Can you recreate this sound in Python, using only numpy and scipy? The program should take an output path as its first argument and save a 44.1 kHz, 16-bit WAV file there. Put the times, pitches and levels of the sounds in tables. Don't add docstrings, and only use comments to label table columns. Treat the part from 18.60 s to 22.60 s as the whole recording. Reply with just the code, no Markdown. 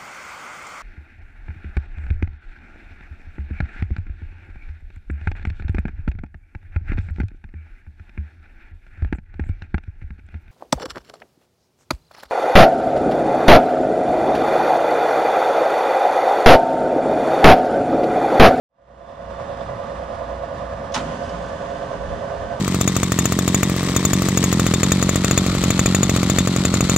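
import sys
import numpy as np
from scipy import signal
from scipy.fft import rfft, irfft
from scipy.io import wavfile
from scipy.ndimage import uniform_filter1d

SR = 44100
rng = np.random.default_rng(int(sys.argv[2]) if len(sys.argv) > 2 else 0)


def transcribe(u):
    v = np.clip(np.atleast_2d(u).T, -1, 1)
    q = np.round(v * 32767).astype(np.int16)
    wavfile.write(sys.argv[1], SR, q)


N = 176400

# (frequency [Hz], left-right likeness [0-1])
LIKENESS = [(25, 0.55), (60, 1), (100, 0.96), (140, 1), (200, 1), (290, 1), (430, 0.95), (640, 0.6),
            (1100, 0.44), (1500, 0.43), (2000, 0.78), (3300, 0.63), (5000, .5), (7000, 0.38), (15000, .1)]
# (frequency [Hz], left over right [dB])
PAN = [(60, -2), (120, 0), (260, 0), (480, -2), (680, -13.5), (1000, -9.5), (1900, -5.5), (3800, -4),
       (7500, -3.5), (15000, 5)]
# (frequency [Hz], left lead [rad])
LEAD = [(100, 0.5), (350, -0.5), (540, -2), (700, 0), (1120, 1), (2000, 0.84), (2900, 0.33), (4300, -0.4),
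        (6200, -1.85), (10000, -3.5)]

BLADE_HZ, PUMP_HZ, THROB_HZ = 42.78, 26.587, 9.92
THROB_AT_S, THROB_SHARP = 0.005, 0.1
PUMP_THROB, AIR_THROB, STROKE_DEPTH = 0.3, 0.38, 0.3
# (multiple of blade rate, base level [dB], left over right [dB], left lead [rad],
# throb depth, pitch sway [rad])
FAN_TONES = [(2, -49.5, 0, -0.26, .1, 0), (3, -50.5, -2, -0.087, .1, 0), (10, -56, -4.5, -0.57, .2, 0),
             (11, -54, -2.5, 0.59, .3, -.1), (12, -40.5, -2, -0.72, .56, -.35),
             (13, -35.4, -3.5, -0.81, .48, .14), (14, -47.5, -13, -0.96, .9, -.1),
             (15, -50.5, -8, -0.76, 1.1, -.7), (24, -51, -5.5, 0.8, .7, 0)]
# (time [s], extra distance [m])
MIC_SWAY = [(0, -0.14), (1.5, -0.087), (1.75, 0.043), (2.05, -0.085), (2.4, -0.013), (2.85, -0.11),
            (3.1, -0.00055), (3.33, -0.045), (3.55, 0.19), (4, .15)]
SOUND_M_PER_S, FAN_WAVER_DB = 343, 0.7
# (multiple of pump speed, base level [dB], left over right [dB], left lead [rad])
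PUMP_TONES = [(5, -54.5, -0.5, -0.16), (24, -48, -3, -0.046), (25, -41.5, -5.5, 0.79),
              (26, -43.5, -12.5, -0.57), (27, -52, -10, -0.15), (28, -57, -6, 0.23), (31, -57, 5, 0.089),
              (44, -55, -8.5, 0.54)]
# (frequency [Hz], width [Hz], base level [dB])
CASING_MODES = [(575, 45, -43), (686, 49, -39.5)]
# (time [s], level [dB])
DRONE_LEVEL = [(.8, -1), (2, -2), (3.1, 0), (3.4, -1), (3.7, 1.5)]

HUM_HZ, BEAT_HZ, BEAT_AT_S, BEAT_DEPTH = 59.9, 2.86, 1.738, 0.85
# (time [s], level [dB])
HUM_LEVEL = [(0, -38), (1.2, -48.5), (1.7, -41), (2.1, -41.5), (2.45, -44.5), (2.8, -41), (3.15, -48.5),
             (3.5, -42), (4, -46)]

# (frequency [Hz], relative density [dB per Hz])
AIR_SPECTRUM = [(20, -13), (45, -7), (65, -4), (100, -2), (135, -3.5), (170, -1.5), (240, -4), (330, -10.5),
                (480, -6), (780, -9), (1000, -5.5), (1170, -4), (1350, -14), (1800, -13.5), (2150, -23),
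                (3600, -26.5), (4100, -30), (5200, -30.5), (7000, -35.5), (9500, -41), (11500, -59.5),
                (15000, -66)]
# (frequency [Hz], level [dB])
GRILLE_MODES = [(1464, -55), (1723, -59.5), (1976, -60.5), (2762, -67), (2880, -69.5), (2945, -70),
                (3801, -72.5), (3946, -76.5)]
# (time [s], level [dB])
RUMBLE_LEVEL = [(0, -59), (2.599, -58.5), (2.82, -41), (3.05, -58), (3.33, -47), (3.5, -32), (3.66, -53),
                (3.85, -36), (4, -54)]
# (frequency [Hz], left-right likeness [0-1])
RUMBLE_LIKENESS = [(20, .2), (200, .3)]
# (time [s], gain [dB])
WHISTLE_SWELL = [(0.2, 1), (0.55, 7), (0.9, 5), (1.4, -0.5), (2.3, 0), (2.8, 3)]
AIR_DB, BUFFET_DB, WHISTLE_DB = -33.5, -52.5, -64.5
GRILLE_WIDTH_HZ, WHISTLE_HZ, WHISTLE_WIDTH_HZ = 22, 3487, 75

# (centre time [s], frequency [Hz], peak level [dB])
LOW_BUMPS = [(.82, 123.7, -34), (1.15, 107, -34), (1.385, 62, -34), (2.14, 88, -34), (2.67, 86.3, -36),
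             (2.95, 78.7, -35), (3.82, 90, -32.5)]
BUMP_S = 0.026
# (time [s], frequency [Hz], level [dB])
CASING_TICKS = [(1.008, 3520, -44), (2.637, 5000, -46), (2.692, 4900, -42.5), (3.228, 3400, -45)]

# (time [s], relative level [dB], treble tilt [dB per octave])
CLUNK_BLOWS = [(2.320, -17, 1.5), (2.3402, -4, 4), (2.3438, -1, 4), (2.349, -2, 1), (2.360, -1.5, -6),
               (2.365, -2.5, -6.5), (2.375, -8.5, 0), (2.384, -11.5, -2)]
# (frequency [Hz], relative density [dB per Hz], t60 [s])
CLATTER_BANDS = [(150, -15, 0.33), (500, -2.5, 0.18), (960, 5, 0.16), (1380, 2.5, 0.22), (2200, -4.5, 0.22),
                 (3430, -2, 0.18), (4600, -9, 0.19), (5800, -1.5, 0.071), (7570, -19.5, 0.29),
                 (9800, -23, 0.18), (11900, -40, 0.24), (15500, -44, .15)]
# (frequency [Hz], relative level [dB], t60 [s])
PANEL_MODES = [(920, 5, 0.12), (1054, 7, 0.22), (1285, 6, 0.18), (2369, -1, 0.16), (2910, 2, .13),
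               (3800, 2, 0.11), (5300, -2, .1)]
# (frequency [Hz], left-right likeness [0-1])
CLUNK_LIKENESS = [(150, 1), (400, 0.73), (950, 0.61), (2400, 0.69), (6000, 0.45), (15000, .1)]
# (frequency [Hz], left over right [dB])
CLUNK_PAN = [(60, 3), (150, 2), (380, 2), (950, -4.5), (2380, -1), (5980, -1), (15000, 1)]
# (frequency [Hz], left lead [rad])
CLUNK_LEADS = [(100, 0), (6400, 0), (9000, -1.6)]
CLATTER_DB, PANEL_DB, BLOW_RISE_S = -24.8, -41.5, 0.001
CRACK_DB, CRACK_S = -10, 0.009
CHATTER_DB, CHATTER_HZ = 2.2, 260

START_S, MOTOR_HZ, SPIN_UP_S = 2.345, 59.04, 0.05
# (multiple of motor speed, base level [dB], left over right [dB], left lead [rad])
MOTOR_TONES = [(2, -57.5, -2.5, 0), (3, -45.5, -0.5, 0), (4, -50, 1, 0.067), (5, -50.5, 0.5, 0.13),
               (7, -48.5, -3, 0), (16, -53.5, -2, 0.55), (25, -57, -2, 0.21), (26, -49, -4, 0.66),
               (29, -60, -3, 0.24), (30, -59.5, -7, .3), (51, -61, 1, .3)]
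# (frequency [Hz], relative density [dB per Hz])
BUZZ_SPECTRUM = [(900, -9.5), (1700, 7), (2100, -4.5), (3000, -0.5), (3900, -8), (4700, -7), (5700, -10),
                 (6400, -8), (8000, -15), (9800, -21), (11500, -50), (15000, -42)]
BUZZ_DB, STRAIN_DB, SETTLE_S, EASE_DB_PER_S = -46, 7.5, 0.22, 2
BUZZ_ROUGH = 0.08

HEAVE_HZ, HEAVE_WIDTH_HZ, HEAVE_DB, HEAVE_RISE_S, HEAVE_S = 210, 210, -31, 0.03, 0.26
# (time [s], frequency [Hz], level [dB], t60 [s])
MOUNT_SHUDDERS = [(2.352, 182, -23, 0.2), (2.458, 153, -24, .2), (2.48, 248, -30, 0.6),
                  (2.55, 200, -34, .4), (2.72, 177, -28, 0.42)]

EDGE_HZ = 15300


def amp(db):
    return 10 ** (np.asarray(db) / 20)


def unit(x):
    return x / np.sqrt(np.mean(x ** 2) + 1e-20)


def clock():
    return np.arange(N) / SR


def bins():
    return np.fft.rfftfreq(N, 1 / SR)


def read(points, hz, column=1):
    rows = np.array(points)
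    return np.interp(np.log(hz + 1), np.log(rows[:, 0]), rows[:, column])


def contour(points):
    return np.interp(clock(), *np.transpose(points))


def add(mix, start_s, sound):
    part = mix[:, round(start_s * SR):][:, :sound.shape[-1]]
    part += sound[..., :part.shape[1]]


def decay(t, t60_s):
    return np.exp(-np.log(1000) * t / t60_s)


def drift(hz):
    return unit(irfft(rfft(rng.standard_normal(N)) / (1 + (bins() / hz) ** 2), N))


def noise(gain, likeness=LIKENESS, pan=PAN, lead=LEAD):
    hz = bins()
    left, other = rfft(rng.standard_normal((2, N)))
    same = np.clip(read(likeness, hz), 0, 1)
    side = amp(read(pan, hz) / 2)
    right = same * left + np.sqrt(1 - same ** 2) * other
    right = right * np.exp(-1j * read(lead, hz))
    return unit(irfft(np.array([left * side, right / side]) * gain, N))


def peak(hz, width_hz):
    return 1 / (1 + (2 * (bins() - hz) / width_hz) ** 2)


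def throb(depth):
    angle = 2 * np.pi * THROB_HZ * (clock() - THROB_AT_S)
    return 1 + depth * (np.cos(angle) - THROB_SHARP * np.cos(2 * angle))


def ports(z, db, pan_db, lead_rad):
    left = amp(pan_db / 2) * (z * np.exp(1j * lead_rad)).real
    right = amp(-pan_db / 2) * z.real
    return np.sqrt(2) * amp(db) * np.array([left, right])


def partials(rows, turns, waver, waver_hz, scatter_turns):
    out = np.zeros((2, N))
    for k, db, pan_db, lead_rad in rows:
        z = np.exp(2j * np.pi * (k * turns + scatter_turns * rng.random()))
        wander = 1 + waver * (drift(waver_hz) + 1j * drift(waver_hz))
        out += ports(z * wander, db, pan_db, lead_rad)
    return out


def fan():
    t, out = clock(), np.zeros((2, N))
    distance_m = uniform_filter1d(contour(MIC_SWAY), size=4410)
    turns = BLADE_HZ * (t - distance_m / SOUND_M_PER_S)
    bend = np.sin(2 * np.pi * THROB_HZ * (t - THROB_AT_S))
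    for k, db, pan_db, lead_rad, depth, sway_rad in FAN_TONES:
        z = np.exp(2j * np.pi * k * turns) * 1j ** (k % 2)
        z = z * (throb(depth) + 1j * sway_rad * bend)
        out += ports(z, db + FAN_WAVER_DB * drift(2.7), pan_db, lead_rad)
    return out * amp(np.interp(t, [1, 3.7], [-0.6, 1]))


def drone():
    t = clock()
    pump = partials(PUMP_TONES, PUMP_HZ * t, waver=0.39, waver_hz=3.6, scatter_turns=0.21)
    pump = pump * throb(PUMP_THROB)
    stroke = 1 + STROKE_DEPTH * np.cos(2 * np.pi * PUMP_HZ * t)
    casing = sum(amp(db) * noise(peak(hz, width_hz)) for hz, width_hz, db in CASING_MODES)
    casing = casing * throb(AIR_THROB) * stroke
    return (pump + casing) * amp(contour(DRONE_LEVEL))


def hum():
    t, start = clock() - BEAT_AT_S, rng.random()
    mains = np.cos(2 * np.pi * (HUM_HZ * t + start))
    motor = np.cos(2 * np.pi * ((HUM_HZ - BEAT_HZ) * t + start))
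    return np.sqrt(2) * amp(contour(HUM_LEVEL)) * (mains + BEAT_DEPTH * motor)


def air():
    rush = amp(AIR_DB + 0.9 * drift(23)) * noise(amp(read(AIR_SPECTRUM, bins()))) * throb(0.019)
    grille = sum(amp(db) * noise(peak(hz, GRILLE_WIDTH_HZ)) for hz, db in GRILLE_MODES)
    whistle_db = WHISTLE_DB + 1.7 * drift(17) + contour(WHISTLE_SWELL)
    whistle = amp(whistle_db) * noise(peak(WHISTLE_HZ, WHISTLE_WIDTH_HZ))
    buffet = amp(BUFFET_DB + 2.5 * drift(6.7)) * noise(peak(105, 70))
    rumble = amp(contour(RUMBLE_LEVEL)) * noise(peak(57, 70), RUMBLE_LIKENESS)
    return rush + grille + whistle + buffet + rumble


def bumps():
    t, out = clock(), np.zeros(N)
    for centre_s, hz, db in LOW_BUMPS:
        swell = np.exp(-((t - centre_s) / BUMP_S) ** 2)
        out += amp(db) * swell * np.sin(2 * np.pi * (hz * t + rng.random()))
    return out


def ticks():
    out, t = np.zeros((2, N)), clock()
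    envelope = np.minimum(t / 0.00089, 1) * np.exp(-t / 0.01)
    for start_s, hz, db in CASING_TICKS:
        colour = peak(hz, 250) + 0.18 * peak(hz, 6000) ** 2
        add(out, start_s, amp(db) * noise(colour) * envelope)
    return out


def clunk():
    out, t = np.zeros((2, N)), clock()[:SR // 2]
    for start_s, db, tilt_db in CLUNK_BLOWS:
        source = noise(1, CLUNK_LIKENESS, CLUNK_PAN, CLUNK_LEADS)[:, :len(t)]
        hz, age_s, z = signal.stft(source, SR, nperseg=256)
        octaves = np.log2(np.clip(hz, 800, 7000) / 3000)
        colour = unit(amp(read(CLATTER_BANDS, hz) + tilt_db * octaves))
        fall = amp(-60 * age_s / read(CLATTER_BANDS, hz, column=2)[:, None])
        clatter = signal.istft(z * colour[:, None] * fall, SR, nperseg=256)[1][:, :len(t)]
        crack = 1 + amp(CRACK_DB) * np.exp(-t / CRACK_S)
        clatter = clatter * crack * amp(CHATTER_DB * drift(CHATTER_HZ)[:len(t)])
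        ring = np.zeros((2, len(t)))
        for mode_hz, mode_db, t60_s in PANEL_MODES:
            start_turns = rng.random() + 0.35 * rng.random((2, 1))
            tone = np.sin(2 * np.pi * (mode_hz * t + start_turns))
            ring += amp(mode_db) * decay(t, t60_s) * tone
        blow = amp(CLATTER_DB) * clatter + amp(PANEL_DB) * ring
        add(out, start_s, amp(db) * np.minimum(t / BLOW_RISE_S, 1) * blow)
    return out * amp([[-0.5], [0.5]])


def compressor():
    age_s = np.maximum(clock() - START_S, 0)
    turns = np.cumsum(MOTOR_HZ * (1 - np.exp(-age_s / SPIN_UP_S))) / SR
    on = 1 - np.exp(-age_s / 0.037)
    colour = amp(read(BUZZ_SPECTRUM, bins()))
    size = 4096
    shared, apart = rng.standard_normal((2, size))
    rattle = []
    for cycle in (shared, shared + 0.3 * apart):
        place = (turns + 0.000476 * drift(4.2)) % 1
        rattle.append(np.interp(place, np.arange(size) / size, cycle))
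    regular = unit(irfft(rfft(np.array(rattle)) * colour, N))
    buzz = np.sqrt(1 - BUZZ_ROUGH) * regular + np.sqrt(BUZZ_ROUGH) * noise(colour)
    level_db = BUZZ_DB + STRAIN_DB * np.exp(-age_s / SETTLE_S) - EASE_DB_PER_S * age_s
    buzz = buzz * amp(level_db) * amp([[-1], [1]])
    tones = partials(MOTOR_TONES, turns, waver=0.34, waver_hz=3.9, scatter_turns=1)
    return on * (buzz + tones)


def shudder():
    out, t = np.zeros((2, N)), clock()
    heave = amp(HEAVE_DB) * noise(peak(HEAVE_HZ, HEAVE_WIDTH_HZ) ** 1.04)
    add(out, START_S, heave * np.minimum(t / HEAVE_RISE_S, 1) * np.exp(-t / HEAVE_S))
    for start_s, hz, db, t60_s in MOUNT_SHUDDERS:
        envelope = np.minimum(t / 0.016, 1) * decay(t, t60_s)
        boom = np.sin(2 * np.pi * (hz * t + rng.random()))
        add(out, start_s, amp(db) * envelope * boom)
    return out


def scene():
    running = fan() + drone() + hum() + air() + bumps() + ticks()
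    starting = clunk() + compressor() + shudder()
    return running + starting


def record(dry):
    fade = np.clip((clock() - 0.085) / 0.77, 1e-6, 1) ** 1.73
    lowpass = signal.firwin(511, EDGE_HZ, window=("kaiser", 9), fs=SR)
    return signal.oaconvolve(dry * fade, lowpass[None], "same", axes=1)


dry = scene()
out = record(dry)
transcribe(out)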